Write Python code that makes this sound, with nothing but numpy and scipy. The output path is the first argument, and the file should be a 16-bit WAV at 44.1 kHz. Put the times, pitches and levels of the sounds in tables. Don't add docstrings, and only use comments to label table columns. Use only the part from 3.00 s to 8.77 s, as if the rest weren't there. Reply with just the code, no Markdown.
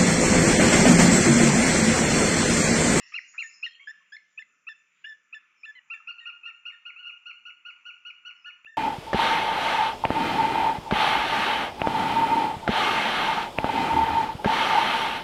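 import sys
import numpy as np
from scipy import signal
from scipy.fft import rfft, irfft, next_fast_len
from scipy.io import wavfile
from scipy.ndimage import uniform_filter1d

SR = 44100
rng = np.random.default_rng(int(sys.argv[2]) if len(sys.argv) > 2 else 0)


def waveform_to_disk(signal):
    frames = np.transpose(np.atleast_2d(signal))
    scaled = np.clip(frames, -1, 1) * 32767
    samples = np.round(scaled).astype(np.int16)
    wavfile.write(sys.argv[1], SR, samples)


N = 254456
TIME_S = np.arange(N) / SR
SPLICE_S, SPLICE_FADE_S = 5.6488, 0.004


def undb(db):
    return 10 ** (np.asarray(db) / 20)


def walk(steps_per_s, size):
    hold = max(int(SR / steps_per_s), 1)
    steps = np.repeat(rng.standard_normal(size // hold + 1), hold)
    return 1.42 * uniform_filter1d(uniform_filter1d(steps, hold), hold)[:size]


def curve(rows):
    return np.interp(TIME_S, *np.transpose(rows))


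def add(out, start_s, sound):
    i = int(start_s * SR)
    out[i:i + len(sound)] += sound[:len(out) - i]


def smear(hz, width_hz):
    phase = 2 * np.pi * np.cumsum(hz) / SR
    return walk(width_hz, len(hz)) * np.sin(phase) + walk(width_hz, len(hz)) * np.cos(phase)


def bursts(rows, throb_db, taper):
    out = np.zeros(N)
    for start_s, length_s, start_hz, end_hz, width_hz, level_db in rows:
        size = int(length_s * SR)
        patch = smear(np.linspace(start_hz, end_hz, size), width_hz)
        patch *= undb(level_db + throb_db * walk(33, size))
        add(out, start_s, patch * signal.windows.tukey(size, taper))
    return out


# centre_hz, width_hz, level_db
EARLIER_ECHO = [(2727, 460, -55.5), (1900, 490, -55.5), (1220, 350, -76.5), (4060, 3100, -69)]
EARLIER_T60_S = 0.99


def earlier_calls():
    ring = sum(smear(np.full(SR, hz), width_hz) * undb(level_db) for hz, width_hz, level_db in EARLIER_ECHO)
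    decay_db = -60 * np.arange(SR) / SR / EARLIER_T60_S
    return np.pad(ring * undb(decay_db), (0, N - SR))


# start_s, length_s, start_hz, end_hz, width_hz, level_db
HIGH_PATCHES = [(0.0, 0.255, 5430, 5350, 693, -61), (0.01, 0.62, 5460, 5640, 2500, -69.5),
                (0.246, 0.48, 6700, 6740, 720, -71), (.27, 0.07, 6800, 6870, 496, -61.5),
                (.4, 0.11, 6880, 6810, 117, -54.5), (.47, 0.28, 5200, 5250, 510, -59.5),
                (.62, 0.17, 4200, 4230, 397, -66.5), (.66, 0.24, 3180, 3210, 160, -58),
                (.85, 0.26, 3120, 3220, 155, -79), (2.55, 0.2, 5350, 5220, 302, -74.5),
                (5.35, 0.12, 5440, 5040, 300, -76), (5.7, 0.066, 5500, 5600, 200.5, -83)]


def faint_patches():
    return bursts(HIGH_PATCHES, throb_db=2.0, taper=0.33)


INSECT_HZ, INSECT_DB = 6010, -92


def insects():
    return smear(np.full(N, INSECT_HZ), 40) * undb(INSECT_DB + 2 * walk(6.3, N))


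# time_s, level_db
TREBLE_LEVEL = [(0.0, -79), (0.48, -63.5), (0.9, -86), (1.41, -79.5), (2.2, -86.5), (5.77, -87.5)]
TREBLE_TRIM_DB = -0.5


def treble_hiss():
    level_db = curve(TREBLE_LEVEL) + TREBLE_TRIM_DB + 3.1 * walk(25, N)
    return smear(np.full(N, 7050.0), 500) * undb(level_db)


# time_s, level_db
MURMUR_LEVEL = [(0.0, -100), (2.5, -93.5), (2.92, -76), (3.65, -84.5), (4.18, -79), (4.4, -88), (5.46, -83),
                (5.65, -101)]
MURMUR_TRIM_DB = -4.5


def far_murmur():
    level_db = curve(MURMUR_LEVEL) + MURMUR_TRIM_DB + 1.3 * walk(7.7, N)
    return smear(np.full(N, 900.0), 250) * undb(level_db)


# freq_hz, density_db
AIR_SHAPE = [(18, -79), (30, -41), (198, -14.5), (387, -20.5), (614, -20.5), (755, -27.5), (996, -13.5),
             (1340, -1.5), (1730, -10), (2450, 0.5), (2940, -11.5), (4250, -32), (5870, -19), (7390, -26),
             (9610, -61), (16300, -120)]
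# time_s, level_db
AIR_LEVEL = [(0.0, -68), (5.77, -71)]
# time_s, gain_db
FAR_CALL_SWELL = [(0, -2), (1.5, -5), (2.8, 1), (3.2, 2.5), (5.6, 4), (5.77, -16)]


def air():
    shape_hz, shape_db = np.transpose(AIR_SHAPE)
    size = next_fast_len(N)
    f = np.maximum(np.arange(size // 2 + 1) * SR / size, 1)
    shape = undb(np.interp(np.log(f), np.log(shape_hz), shape_db))
    swell = walk(0.84, N)
    out = 0
    for centre_hz in 30 * 2 ** np.arange(0, 8.5, 0.5):
        band = np.clip(1 - np.abs(2 * np.log2(f / centre_hz)), 0, 1) ** 0.5
        noise = irfft(rfft(rng.standard_normal(size)) * shape * band, size)[:N]
        far_db = curve(FAR_CALL_SWELL) * (900 < centre_hz < 3500)
        out = out + noise * undb(far_db + 1.1 * swell + 2.8 * walk(9.3, N))
    return out / np.sqrt(np.mean(shape ** 2)) * undb(curve(AIR_LEVEL))


def arch(t, length_s, start_hz, crest_hz, crest_s, end_hz, climb, drop):
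    crest_s = min(crest_s, length_s - 1 / SR)
    before = np.clip(1 - t / crest_s, 0, 1)
    after = np.clip((t - crest_s) / (length_s - crest_s), 0, 1)
    return crest_hz + (start_hz - crest_hz) * before ** climb + (end_hz - crest_hz) * after ** drop


# time_s, noise_share
HOARSENESS = [(0, 0.15), (.7, 0.17), (1.0, 0.1), (2.8, 0.03), (3.0, 0.04), (5.77, 0)]


def note(start_s, length_s, glide, level_db, fade_db, overtones_db, throat, rasp,
         flutter_db=1.0, attack_s=0.0044, release_s=0.0028):
    size = int(length_s * SR)
    t = np.arange(size) / SR
    pitch_hz = arch(t, length_s, *glide) * (1 + 0.0054 * walk(300, size))
    phase = 2 * np.pi * np.cumsum(pitch_hz) / SR
    edge = np.clip(t / attack_s, 0, 1) ** 2 * np.clip((length_s - t) / release_s, 0, 1)
    hoarse = np.interp(start_s, *np.transpose(HOARSENESS)) + rasp * (t / length_s) ** 6
    strongest = np.argmax(overtones_db)
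    stack = 0
    for k, overtone_db in enumerate(overtones_db, 1):
        away = 1.5 + 0.703 * abs(k - 1 - strongest)
        throat_db = np.interp(k * pitch_hz, *np.transpose(throat)) if throat else 0
        colour_db = throat_db + away * flutter_db * walk(147, size)
        depth = hoarse * away ** 0.91
        uneven = (1 + depth * walk(500, size)) / np.sqrt(1 + depth ** 2)
        stack = stack + undb(overtone_db + colour_db) * uneven * np.sin(k * phase)
    return stack * undb(level_db + fade_db * t / length_s) * edge


# start_s, length_s, start_hz, end_hz, width_hz, level_db
GRUNT_ROWS = [(.115, 0.056, 2500, 1950, 1500, -54.5), (.335, 0.051, 1560, 1715, 1327, -57.5),
              (0.75, .009, 3100, 2870, 294, -50.5), (.922, 0.02, 2700, 2660, 400, -57),
              (1.17, 0.055, 1997, 2150, 296, -57.5), (1.43, 0.024, 2020, 1935, 900, -59),
              (2.041, 0.014, 2400, 2500, 912, -52.5), (3.11, .02, 4500, 4420, 600, -62)]


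def grunts():
    return bursts(GRUNT_ROWS, throb_db=4.5, taper=0.4)


# start_s, length_s, start_hz, held_hz, end_hz, level_db, fade_db (over the note),
# second_db, third_db (overtones against the first)
WHISTLE_ROWS = [(0.118, 0.018, 1254, 1243, 1290, -50, 3, -12.5, -38),
                (0.43, 0.044, 1933, 1808, 1810, -34.5, -14.5, -21, -18),
                (0.66, 0.027, 2127, 1863, 1760, -33, -6.5, -15, -24.5),
                (0.869, 0.049, 1652, 1723, 1820, -35, -1.5, -19, -21),
                (1.002, 0.039, 1140, 1087, 1100, -64, -7.5, -10, -19),
                (1.119, 0.047, 1554, 1742, 1786, -39.5, -4, -10, -18),
                (1.163, 0.012, 2180, 2130, 1910, -32.5, -9.5, -17, -43),
                (1.39, 0.037, 1770, 1792, 1640, -38.5, -6.5, -18, -23.5),
                (1.42, 0.014, 2090, 2043, 2000, -41.5, -2, -29.5, -46),
                (1.685, 0.051, 1810, 1774, 1670, -39.5, -9, -11.5, -20.5),
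                (2.041, 0.098, 1627, 1782, 1701, -38.5, -4.5, -15.5, -24),
                (2.343, 0.045, 1850, 1736, 1730, -39, -4.5, -15.5, -24.5),
                (2.654, 0.063, 1787, 1744, 1730, -40.5, -0.5, -18.5, -38.5),
                (2.934, 0.051, 1820, 1777, 1610, -43, -12, -17.5, -44.5),
                (2.999, 0.011, 1357, 1306, 1230, -43, -2.5, -3.5, -44),
                (3.202, 0.055, 1924, 1870, 1820, -48.5, -3, -19, -37),
                (3.47, 0.029, 1930, 1830, 1745, -48.5, -4, -18, -25),
                (3.719, 0.035, 1890, 1830, 1665, -48.5, -4, -18, -29.5),
                (5.458, 0.045, 1625, 1758, 1777, -52, 3.5, -19, -28),
                (5.666, 0.088, 1697, 1815, 1734, -45, -6.5, -20.5, -38)]
WHISTLE_FOURTH_DB = -30
WHISTLE_SETTLE = 0.4


def whistles():
    out = np.zeros(N)
    for (start_s, length_s, start_hz, held_hz, end_hz,
         level_db, fade_db, second_db, third_db) in WHISTLE_ROWS:
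        glide = (start_hz, held_hz, WHISTLE_SETTLE * length_s, end_hz, 1.8, 1.8)
        overtones_db = (0, second_db, third_db, WHISTLE_FOURTH_DB)
        add(out, start_s, note(start_s, length_s, glide, level_db, fade_db, overtones_db, None,
                               rasp=0.2, release_s=0.0079, flutter_db=1.07))
    return out


# start_s, length_s, start_hz, crest_hz, crest_s (into the note), end_hz, level_db,
# fade_db (over the note), first_db, third_db (overtones against the second)
NEAR_ROWS = [(0.137, 0.059, 1186, 1424, .021, 810, -27, -13.5, -20, -15.5),
             (0.377, 0.054, 1178, 1399, .021, 980, -28, -7, -27.5, -19),
             (0.625, 0.041, 1180, 1432, 0.022, 1351, -29, -2.5, -23, -25.5),
             (0.792, 0.058, 1000, 1113, 0.019, 1134, -55.5, -2, 0.5, -17),
             (1.373, 0.02, 1193, 1360, 0.022, 1370, -39, 3.5, -22.5, -50),
             (1.665, 0.026, 1175, 1368, 0.022, 1375, -43.5, 6, -10.5, -24.5),
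             (2.039, 0.022, 1355, 1467, 0.017, 1440, -35, -11, -24, -43),
             (2.324, 0.022, 1190, 1373, 0.018, 1370, -39.5, 5, -14.5, -24.5),
             (2.63, 0.029, 1156, 1365, 0.025, 1340, -42.5, 4, -16, -21.5),
             (2.748, 0.049, 1014, 1021, 0.019, 911, -55, -3.5, -4, 3.5),
             (3.179, 0.027, 1287, 1437, .022, 1430, -42, -0.5, -14, -25),
             (3.43, 0.036, 1245, 1416, .03, 1400, -44, -0.5, -9, -26.5),
             (3.957, 0.099, 1240, 1453, 0.044, 1350, -44.5, -1, -10, -30.5),
             (4.296, 0.033, 1380, 1460, 0.016, 1320, -46, -3.5, -7, -23.5),
             (5.6425, 0.028, 1200, 1288, 0.012, 1290, -45, -1, -23, -33),
             (5.652, 0.019, 1253, 1410, 0.019, 1390, -46, 3, -17, -46)]
# freq_hz, gain_db
NEAR_THROAT = [(1000, -19), (1250, -2), (1390, 0), (2000, 7.5), (2900, 1), (3600, -26), (4250, 5),
               (4800, 5.5), (5200, -9.5), (5700, -4), (7000, -0.5)]
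NEAR_FOURTH_DB = -11
NEAR_CLIMB, NEAR_DROP = 1.15, 1.9


def near_eagle():
    out = np.zeros(N)
    for (start_s, length_s, start_hz, crest_hz, crest_s, end_hz,
         level_db, fade_db, first_db, third_db) in NEAR_ROWS:
        glide = (start_hz, crest_hz, crest_s, end_hz, NEAR_CLIMB, NEAR_DROP)
        overtones_db = (first_db, 0, third_db, third_db + NEAR_FOURTH_DB)
        call = note(start_s, length_s, glide, level_db, fade_db, overtones_db, NEAR_THROAT,
                    rasp=0.45, attack_s=0.0061)
        if start_s < SPLICE_S:
            call = call[:int((SPLICE_S - start_s) * SR) + 2]
        add(out, start_s, call)
    return out


# start_s, length_s, crest_hz, crest_s (into the note), end_hz, level_db,
# fade_db (over the note), first_db (overtone against the second)
BOUT_ROWS = [(2.898, 0.05, 1373, 0.021, 1112, -32, 0.5, -9.5),
             (3.071, 0.044, 1422, 0.024, 1115, -31, -4.5, -10.5),
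             (3.253, 0.055, 1415, 0.019, 1140, -33, -3.5, -7.5),
             (3.452, .058, 1417, 0.02, 1048, -33.5, -7.5, -7),
             (3.651, 0.059, 1430, .021, 1003, -34.5, -5, -9),
             (3.85, 0.059, 1428, 0.023, 1010, -37.5, -2.5, -8.5),
             (4.05, 0.06, 1428, 0.021, 1063, -38, -0.5, -8),
             (4.254, .064, 1435, .02, 1072, -35.5, -5, -9.5),
             (4.45, 0.059, 1443, 0.022, 1034, -38, -3, -6.5), (4.648, .066, 1445, .023, 1035, -38, -2, -6),
             (4.85, .064, 1451, .021, 1058, -39, -2, -5.5),
             (5.048, 0.065, 1465, 0.025, 1035, -39.5, -0.5, -7),
             (5.247, 0.067, 1463, 0.022, 1057, -37.5, -3, -8),
             (5.443, 0.07, 1445, 0.025, 1023, -38.5, -1.5, -7.5)]
# freq_hz, gain_db
FAR_THROAT = [(1100, -16), (1300, -8), (1420, 1), (2000, -3), (2900, 0), (3600, -26), (4000, -16.5),
              (4300, 4.5), (4700, -9), (5400, -11.5), (5800, 0.5)]
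BOUT_RISE_HZ, BOUT_CLIMB, BOUT_DROP = 227.5, 2.1, 3.2
BOUT_THIRD_DB, BOUT_FOURTH_DB = -28.5, -29.5


def far_bout():
    out = np.zeros(N)
    for start_s, length_s, crest_hz, crest_s, end_hz, level_db, fade_db, first_db in BOUT_ROWS:
        glide = (crest_hz - BOUT_RISE_HZ, crest_hz, crest_s, end_hz, BOUT_CLIMB, BOUT_DROP)
        overtones_db = (first_db, 0, BOUT_THIRD_DB, BOUT_FOURTH_DB)
        add(out, start_s, note(start_s, length_s, glide, level_db, fade_db, overtones_db, FAR_THROAT,
                               rasp=0.35))
    return out


# time_s, dip_db
VOICE_CATCHES = [(0.159, -7), (0.172, -11.5), (.398, -4.5), (0.417, -4), (0.65, -9), (4.292, -8.5)]
CATCH_WIDTH_S = 0.0016


def calls_dry():
    out = grunts() + whistles() + near_eagle() + far_bout()
    catch_db = sum(dip_db * np.exp(-((TIME_S - s) / CATCH_WIDTH_S) ** 2) for s, dip_db in VOICE_CATCHES)
    return signal.sosfilt(signal.butter(4, 950, "high", fs=SR, output="sos"), out * undb(catch_db))


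# time_s, share_db
SCATTER_SEND = [(0, -24.5), (.8, -27), (2.8, -29.5), (2.95, -20.5), (4.2, -18), (5.6, -19), (5.66, -23.5)]
# t60_s, energy_db
SCATTER_TAILS = [(.2, 17), (1.201, 5.5)]
# delay_s, strength_db
BANK_ECHOES = [(.04, -5), (.09, -4), (0.16, -13.5)]
SCATTER_RISE_S = 0.018
TURN_PERIOD_S = 0.8


def marsh(dry, count=4):
    t = np.arange(int(1.5 * SR)) / SR
    power = sum(undb(db) ** 2 / t60_s * 1e-6 ** (t / t60_s) for t60_s, db in SCATTER_TAILS) * np.log(1e6)
    power += sum(undb(db) ** 2 * np.exp(-((t - s) / 0.031) ** 2) / 0.013 for s, db in BANK_ECHOES)
    rise = np.clip(t / SCATTER_RISE_S, 0, 1)
    send = dry * undb(curve(SCATTER_SEND))
    out = 0
    for k in range(count):
        response = np.sqrt(power / SR) * rng.standard_normal(len(t)) * rise
        response *= undb(2.5 * walk(80, len(t)))
        response = signal.lfilter([0.6], [1, -0.4], response)
        turn = np.clip(np.cos(2 * np.pi * (TIME_S / TURN_PERIOD_S - k / count)), 0, 1)
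        out = out + signal.fftconvolve(send * turn, response)[:N]
    return out


def scene():
    calls = calls_dry()
    before = TIME_S < SPLICE_S
    tail = np.where(before, marsh(calls * before), marsh(calls * ~before))
    background = faint_patches() + insects() + treble_hiss() + far_murmur() + air()
    return (calls + tail + earlier_calls() + background)[None]


MIC_TOP_HZ, TOP_HZ = 7350, 15800
HISS_DB = -98.5
POP_DB, POP_RISE_S = -47, 0.00014


def record(dry):
    x = signal.sosfilt(signal.ellip(10, 0.2, 70, MIC_TOP_HZ, fs=SR, output="sos"), dry)
    after_s = TIME_S - SPLICE_S
    fade_out = np.clip(-after_s / 0.00005, 0, 1)
    fade_in = np.clip(after_s / SPLICE_FADE_S, 0, 1)
    x = x * np.where(after_s < 0, fade_out, fade_in)
    pop = undb(POP_DB) * np.exp(np.minimum(after_s, 0) / POP_RISE_S) * (after_s < 0)
    x = x + pop + undb(HISS_DB) * rng.standard_normal(N)
    return signal.sosfilt(signal.ellip(4, 0.2, 10, TOP_HZ, fs=SR, output="sos"), x)


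dry = scene()
out = record(dry)
waveform_to_disk(out)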